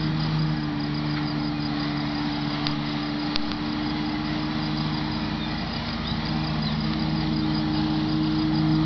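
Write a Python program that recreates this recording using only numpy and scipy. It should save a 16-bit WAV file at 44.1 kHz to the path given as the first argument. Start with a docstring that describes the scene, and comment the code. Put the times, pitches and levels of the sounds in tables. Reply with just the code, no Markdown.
"""Mowing a hay meadow

A distant tractor pulls a mower: periodic firing gives the exhaust drone, rotating blades a hum,
and sheared grass a broadband hiss. Two crickets stridulate close by and a small bird whistles.
A scuff, faint crackles and a few sharp ticks sound at the microphone; the loudest tick makes
the gain control duck."""
import sys
import numpy as np
from scipy import signal
from scipy.fft import rfft, irfft, next_fast_len
from scipy.io import wavfile
from scipy.ndimage import uniform_filter1d, map_coordinates

SR = 44100
rng = np.random.default_rng(int(sys.argv[2]) if len(sys.argv) > 2 else 0)


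def store_wav(level_fs):
    """Save 16-bit WAV to argv[1]."""
    pcm = np.round(np.clip(np.atleast_2d(level_fs), -1, 1) * 32767)
    wavfile.write(sys.argv[1], SR, pcm.T.astype(np.int16))


N = 390285
TIME = np.arange(N) / SR

# firing rate, which sags in thick grass and slowly recovers: t/s, f/Hz
FIRING_RATE = [(0, 76.9), (.38, 78.2), (.8, 73), (1.05, 74.8), (1.85, 73.53), (3, 73.84), (4.35, 76.1),
               (5.45, 76.7), (6.25, 77.5), (6.7, 76.88), (7.1, 78.2), (7.7, 77), (8.2, 77.75),
               (8.85, 78.15)]
# exhaust fundamental, growing as the tractor clears the rise: t/s, level/dB
EXHAUST_FIRST = [(0, -49.5), (1.7, -50.5), (3.1, -56), (4.4, -46.5), (6.5, -41), (7.3, -41.5), (8.2, -47),
                 (8.85, -44.5)]
# two strong exhaust harmonics that swell and fade as the tractor moves: t/s, relative level/dB
EXHAUST_SECOND = [(0.0, -27.5), (0.34, -23.5), (0.74, -33.5), (1.01, -29), (2.17, -35), (2.69, -31),
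                  (3.6, -47.5), (3.67, -42), (4.8, -30), (5.99, -43), (6.36, -29), (8.4, -30.5),
                  (8.73, -24.5), (8.85, -25.5)]
EXHAUST_FOURTH = [(0.0, -32), (0.37, -39.5), (0.57, -30.5), (4.46, -30.5), (5.49, -36), (5.79, -47.5),
                  (6.43, -33.5), (6.73, -47.5), (6.9, -33.5), (7.49, -28), (8.83, -23.5), (8.85, -25)]
# engine body throb: crank order, level at cruise/dB, slope with firing rate/(dB/Hz)
BODY_ORDERS = [(2, -41, 1.5), (4, -46, 2.2)]
# faint mower whine, locked to the crank: crank order, relative level/dB
WHINE_ORDERS = [(2.5, -55), (5.5, -49), (7, -48), (15, -55), (18, -58), (24, -57), (33, -54), (39, -54),
                (42, -56), (45, -51), (48, -51), (54, -55), (66, -57)]
# how hard the mower works in the grass: t/s, relative level/dB
MOWER_LOAD = [(0.0, -36.5), (0.22, -35.5), (0.69, -39), (1.18, -36.5), (1.55, -37.5), (1.85, -36),
              (3.15, -35.5), (3.38, -36), (4.04, -36), (5.89, -35.5), (7.42, -36), (8.85, -36.5)]
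# blade hum, coming through as the mower clears the tall grass: t/s, level/dB
HUM_LEVEL = [(0, -46.5), (3.7, -46), (4.2, -38), (5.4, -37.5), (5.8, -44.5), (6.7, -31.5), (8.85, -33.5)]
# noise spectra: f/Hz, relative spectral density/dB
RUMBLE_SPECTRUM = [(20, -25.5), (45, -17.5), (90, -10.5), (125, -3.5), (175, -0.5), (250, -3), (330, -9.5),
                   (430, -15), (520, -23.5), (900, -58.5)]
CLATTER_SPECTRUM = [(250, -34), (400, -9), (510, -10), (630, -2), (740, -1.5), (810, 2.5), (900, -1),
                    (1250, -5.5), (1420, -5), (1540, -12), (2200, -28.5)]
CUTTING_SPECTRUM = [(900, -34), (1450, -7.5), (1700, -2), (1930, 1), (2130, -2), (2230, -5), (2420, -2.5),
                    (2650, -12.5), (3500, -32)]
HISS_SPECTRUM = [(1800, -27), (2650, -7.5), (2850, -1), (3100, -2), (3350, 2.5), (3600, -1), (3950, 2.5),
                 (4450, 0.6), (5200, -6.5), (5700, -9)]
CRACKLE_SPECTRUM = [(1500, -22), (2800, -2.5), (3600, -1.5), (4400, -4), (5500, -16.5)]
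SCUFF_SPECTRUM = [(800, -20), (1400, 2.5), (2200, 0), (2800, -12), (4400, -5), (5500, -29)]
# song bouts of the near cricket: first chirp t/s, last chirp t/s, relative level/dB
CRICKET_BOUTS = [(0.036, 0.397, -35), (0.808, 2.685, -34.5), (3.038, 3.199, -39), (3.539, 4.255, -39),
                 (4.629, 5.124, -34.5), (5.585, 7.739, -35), (8.095, 8.728, -35.5)]
# bird notes: t/s, duration/s, start f/Hz, middle f/Hz, end f/Hz, relative level/dB
BIRD_NOTES = [(1.53, 0.089, 2516, 2448, 2402, -40), (5.387, 0.098, 3720, 3606, 3540, -34),
              (5.727, 0.087, 3020, 2950, 2860, -38.5), (6.041, 0.1, 3285, 3833, 3930, -29.5),
              (6.464, .07, 2750, 2615, 2740, -42), (6.634, 0.085, 4200, 3960, 3350, -30),
              (7.42, 0.039, 3600, 3680, 4120, -36), (7.75, 0.033, 2820, 2875, 2980, -39.5),
              (8.409, 0.025, 3530, 3700, 3695, -38)]
# taps on the microphone's casing: t/s, relative level/dB, T60/s, brightest f/Hz, low bump level/dB
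TAPS = [(2.6688, -10.5, .01, 4300, -29), (3.3601, -4.5, .0075, 3200, -18), (3.517, -14.5, .008, 2200, -60),
        (5.89, -25, .008, 4000, -70), (6.271, -23, .008, 3800, -70), (6.936, -19, .008, 2600, -70)]
# modes of the casing: f/Hz, relative level/dB, T60 as a fraction of the tap's
CASING_MODES = [(1420, 1, 0.44), (2750, 1, 0.17), (3680, 0, 0.55), (4000, -7, 0.64), (4480, -0.5, 0.71)]


def engine(crank):
    """Periodic excitation: exhaust harmonics, over a throb and rumble that grow with speed."""
    firing = 3 * crank  # six cylinders fire three times a turn
    over_hz = curve(FIRING_RATE) - 77  # firing rate above cruise
    third_db = -36.5 - 10 * ramp(7.5, 9.4)  # fades as the tractor turns to face the listener
    levels = [curve(EXHAUST_FIRST), curve(EXHAUST_SECOND) - .5, third_db, curve(EXHAUST_FOURTH) - .2]
    exhaust = sum(amp(db) * tone(k * firing, flutter_db=1, drift_rad=.05)
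                  for k, db in enumerate(levels, 1))
    throb = sum(amp(db + slope * over_hz) * tone(k * crank, flutter_db=1, drift_rad=.05)
                for k, db, slope in BODY_ORDERS)
    # the higher a tone, the more the moving air smears it
    whine = sum(amp(db - 2) * tone(k * crank, flutter_db=3.5 + .04 * k, drift_rad=.009 * k)
                for k, db in WHINE_ORDERS)
    rumble = amp(-35 + .53 * over_hz) * rush(RUMBLE_SPECTRUM, patchy_db=1.3)
    return exhaust + throb + whine + rumble


def mower(crank):
    """Fixed gear ratios lock the tones to the crank; rattle and shearing noise grow with load."""
    blades, drive, gears = 8.35 * crank, 18.5 * crank, 76.5 * crank
    load_db = curve(MOWER_LOAD) - curve(MOWER_LOAD).mean()
    load_db += .51 * wobble(14)  # uneven grass jolts the whole bar at once
    cutting_db = -42 + .98 * load_db - 2.5 * ramp(5.6, 7.8)  # the turning tractor hides the mower
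    fundamental = tone(blades, flutter_db=.6, drift_rad=.1)
    octave = amp(-19.5) * tone(2 * blades, flutter_db=1.5, drift_rad=.3)
    hum = amp(curve(HUM_LEVEL)) * (fundamental + octave)
    gearing = amp(-55.5) * tone(drive, flutter_db=4, drift_rad=.22)
    gearing += amp(cutting_db - 13.5) * tone(gears, flutter_db=3.5, drift_rad=1.5)
    clatter = amp(-37.5 + .8 * load_db) * rush(CLATTER_SPECTRUM, patchy_db=1.47)
    cutting = amp(cutting_db) * rush(CUTTING_SPECTRUM, patchy_db=1.65)
    hiss = amp(-37.5 + 1.6 * load_db) * rush(HISS_SPECTRUM, patchy_db=1.35)
    return hum + gearing + clatter + cutting + hiss


def crickets():
    """Pulse trains: a near cricket sings in bouts, a fainter, higher one without rests."""
    near_chirps = [(s, db) for first, last, db in CRICKET_BOUTS for s in bout(first, last)]
    far_chirps = [(s + rng.normal(0, .03), -42) for s in np.arange(0, N / SR, .203)]
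    near = cricket(near_chirps, strokes=2, spacing_s=.0305, length_s=.021, pitch_hz=4852, sag=.045)
    far = cricket(far_chirps, strokes=3, spacing_s=.031, length_s=.022, pitch_hz=4993, sag=.029)
    return amp(.15) * scattered(near, t60=.047, wet_db=-11.5) + far


def cricket(chirps, strokes, spacing_s, length_s, pitch_hz, sag):
    """Stridulation: each wing stroke scrapes a toothed file, and the pitch sags as the wing slows."""
    track = np.zeros(N)
    for s, db in chirps:
        for stroke in range(strokes):
            late, sharp, loud, bend = rng.standard_normal(4)
            slowing = sag * np.exp(.43 * bend)
            glide = pitch_hz * (1 + .0068 * sharp) * np.array([1 + slowing / 3, 1, 1 - slowing])
            onset = s + stroke * spacing_s + .00078 * late - length_s / 2
            add(track, onset, amp(db + loud) * whistle(length_s, glide))
    return track * (1 + .3 * wobble(400))  # the teeth catch unevenly


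def bout(first, last, nominal_period_s=.176, hurry=.25, settle_chirps=1.5):
    """Exponential relaxation: chirp times start hurried and settle to an even pace."""
    k = np.arange(round((last - first) / nominal_period_s) + 1)
    paced = k - hurry * settle_chirps * (1 - np.exp(-k / settle_chirps))
    return first + (last - first) * paced / paced[-1]


def bird():
    """Frequency modulation: thin slurred notes from the edge of the wood."""
    track = np.zeros(N)
    for s, length_s, *pitches, db in BIRD_NOTES:
        add(track, s, amp(db - 5) * whistle(length_s, pitches))
    return scattered(track * (1 + .3 * wobble(200)), t60=.15, wet_db=-3)


def ticks():
    """Impact excitation: hard taps ring the casing's damped modes and push the microphone off centre."""
    track, t = np.zeros(N), np.arange(SR // 2) / SR
    for s, db, t60, centre_hz, bump_db in TAPS:
        ring = np.zeros(len(t))
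        for hz, level, life in CASING_MODES:
            mode_db = level + rng.normal(0, 1) - 5.9 * np.log2(hz / centre_hz) ** 2
            ring += amp(mode_db - 60 * t / (t60 * life)) * np.sin(2 * np.pi * hz * t)
        crack = .15 * amp(-60 * t / t60) * rng.standard_normal(len(t))
        bump = amp(bump_db) * (1 - np.exp(-t / .001)) * np.exp(-t / .07)
        add(track, s, amp(db) * (crack - ring) - bump)
    return track


def scuff():
    """Friction noise: one brief scuff close by, under a Gaussian envelope."""
    swell = amp(-30.5) * np.exp(-((TIME - 1.177) / .016) ** 2)
    return swell * rush(SCUFF_SPECTRUM, patchy_db=1.5)


def crackles(first_s=5.6, last_s=8.5, per_second=6, t60=.03):
    """Exponentially decaying noise bursts at random moments make faint dry rustles nearby."""
    envelope, t = np.zeros(N), np.arange(SR // 10) / SR
    for _ in range(round((last_s - first_s) * per_second)):
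        add(envelope, rng.uniform(first_s, last_s), amp(-35 + rng.normal(0, 2) - 60 * t / t60))
    return envelope * rush(CRACKLE_SPECTRUM, patchy_db=3.5)


def scattered(x, t60, wet_db):
    """Scattering: grass and trees add a short diffuse tail to the direct sound."""
    t = np.arange(SR // 3) / SR
    tail = rng.standard_normal(len(t)) * amp(-60 * t / t60)
    return x + amp(wet_db) * signal.fftconvolve(x, tail / np.linalg.norm(tail))[:N]


def tone(angle, flutter_db, drift_rad):
    """Random amplitude and phase modulation: a tone of rms 1 flutters on its way over the field."""
    phase = angle + rng.uniform(0, 2 * np.pi) + drift_rad * wobble(7)
    return unit(amp(flutter_db * wobble(9)) * np.sin(phase))


def rush(spectrum, patchy_db):
    """Selective fading: coloured noise of rms 1, with drifting patches of gain as the air moves."""
    bins = signal.stft(rng.standard_normal(N), nperseg=1024)[2]
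    patches = uniform_filter1d(rng.standard_normal(bins.shape), size=4, axis=0)
    patches = uniform_filter1d(patches, size=30, axis=1)
    noise = signal.istft(bins * amp(patchy_db * unit(patches)), nperseg=1024)[1][:N]
    hz, db = np.transpose(spectrum)
    return unit(filtered(noise, lambda f: amp(np.interp(np.log(f + 1), np.log(hz), db))))


def whistle(length_s, pitches):
    """A sine glides through three pitches under a half-sine envelope."""
    u = np.linspace(0, 1, int(length_s * SR))
    hz = np.polyval(np.polyfit([0, .5, 1], pitches, 2), u)
    return np.sqrt(2) * np.sin(np.pi * u) * np.sin(2 * np.pi * np.cumsum(hz) / SR)


def wobble(rate):
    """A smooth random curve, rate knots a second."""
    return map_coordinates(rng.standard_normal(int(N * rate / SR) + 4), [TIME * rate])


def filtered(x, response):
    """Linear filtering: the spectrum of x times a frequency response."""
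    size = next_fast_len(N + 8192)
    return irfft(rfft(x, size) * response(np.fft.rfftfreq(size, 1 / SR)), size)[:N]


def add(track, s, sound):
    """Superpose a sound on the track at time s."""
    start = max(0, round(s * SR))
    track[start:start + len(sound)] += sound[:max(0, N - start)]


def curve(rows):
    """Linear interpolation of (t/s, value) points at every sample."""
    return np.interp(TIME, *np.transpose(rows))


def ramp(start_s, end_s):
    """A linear rise from 0 to 1."""
    return np.interp(TIME, (start_s, end_s), [0, 1])


def amp(db):
    """Decibels to amplitude ratio."""
    return 10 ** (np.asarray(db) / 20)


def unit(x):
    """Normalisation to rms 1."""
    return x / np.sqrt(np.mean(x ** 2) + 1e-20)


def scene():
    """Superposition of all sources; one crank angle drives both engine and mower."""
    crank = 2 * np.pi * np.cumsum(curve(FIRING_RATE)) / (3 * SR)
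    return (engine(crank) + mower(crank) + crickets() + bird() + ticks() + scuff() + crackles())[None]


def gain_control(x, ceiling_db, release_s):
    """Peak limiting: the gain drops just after a peak over the ceiling, then creeps back."""
    over_db = np.maximum(20 * np.log10(np.abs(x) + 1e-9) - ceiling_db, 0)
    fade = np.exp(-TIME / release_s)
    held_db = np.maximum.accumulate(over_db / fade) * fade
    return x * amp(-signal.lfilter(np.ones(128) / 128, 1, held_db))  # 3 ms attack


def record(dry):
    """Limiting, soft saturation and low-pass filtering: peaks duck and round off, the treble is cut."""
    ducked = gain_control(dry[0], ceiling_db=0, release_s=.11)
    rounded = ducked / (1 + (ducked / .65) ** 4) ** (1 / 4)
    rolled = filtered(rounded, lambda hz: 1 / np.sqrt(1 + (hz / 5450) ** 32))
    return filtered(rolled, lambda hz: hz < 6132)[None]


dry = scene()
out = record(dry)
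store_wav(out)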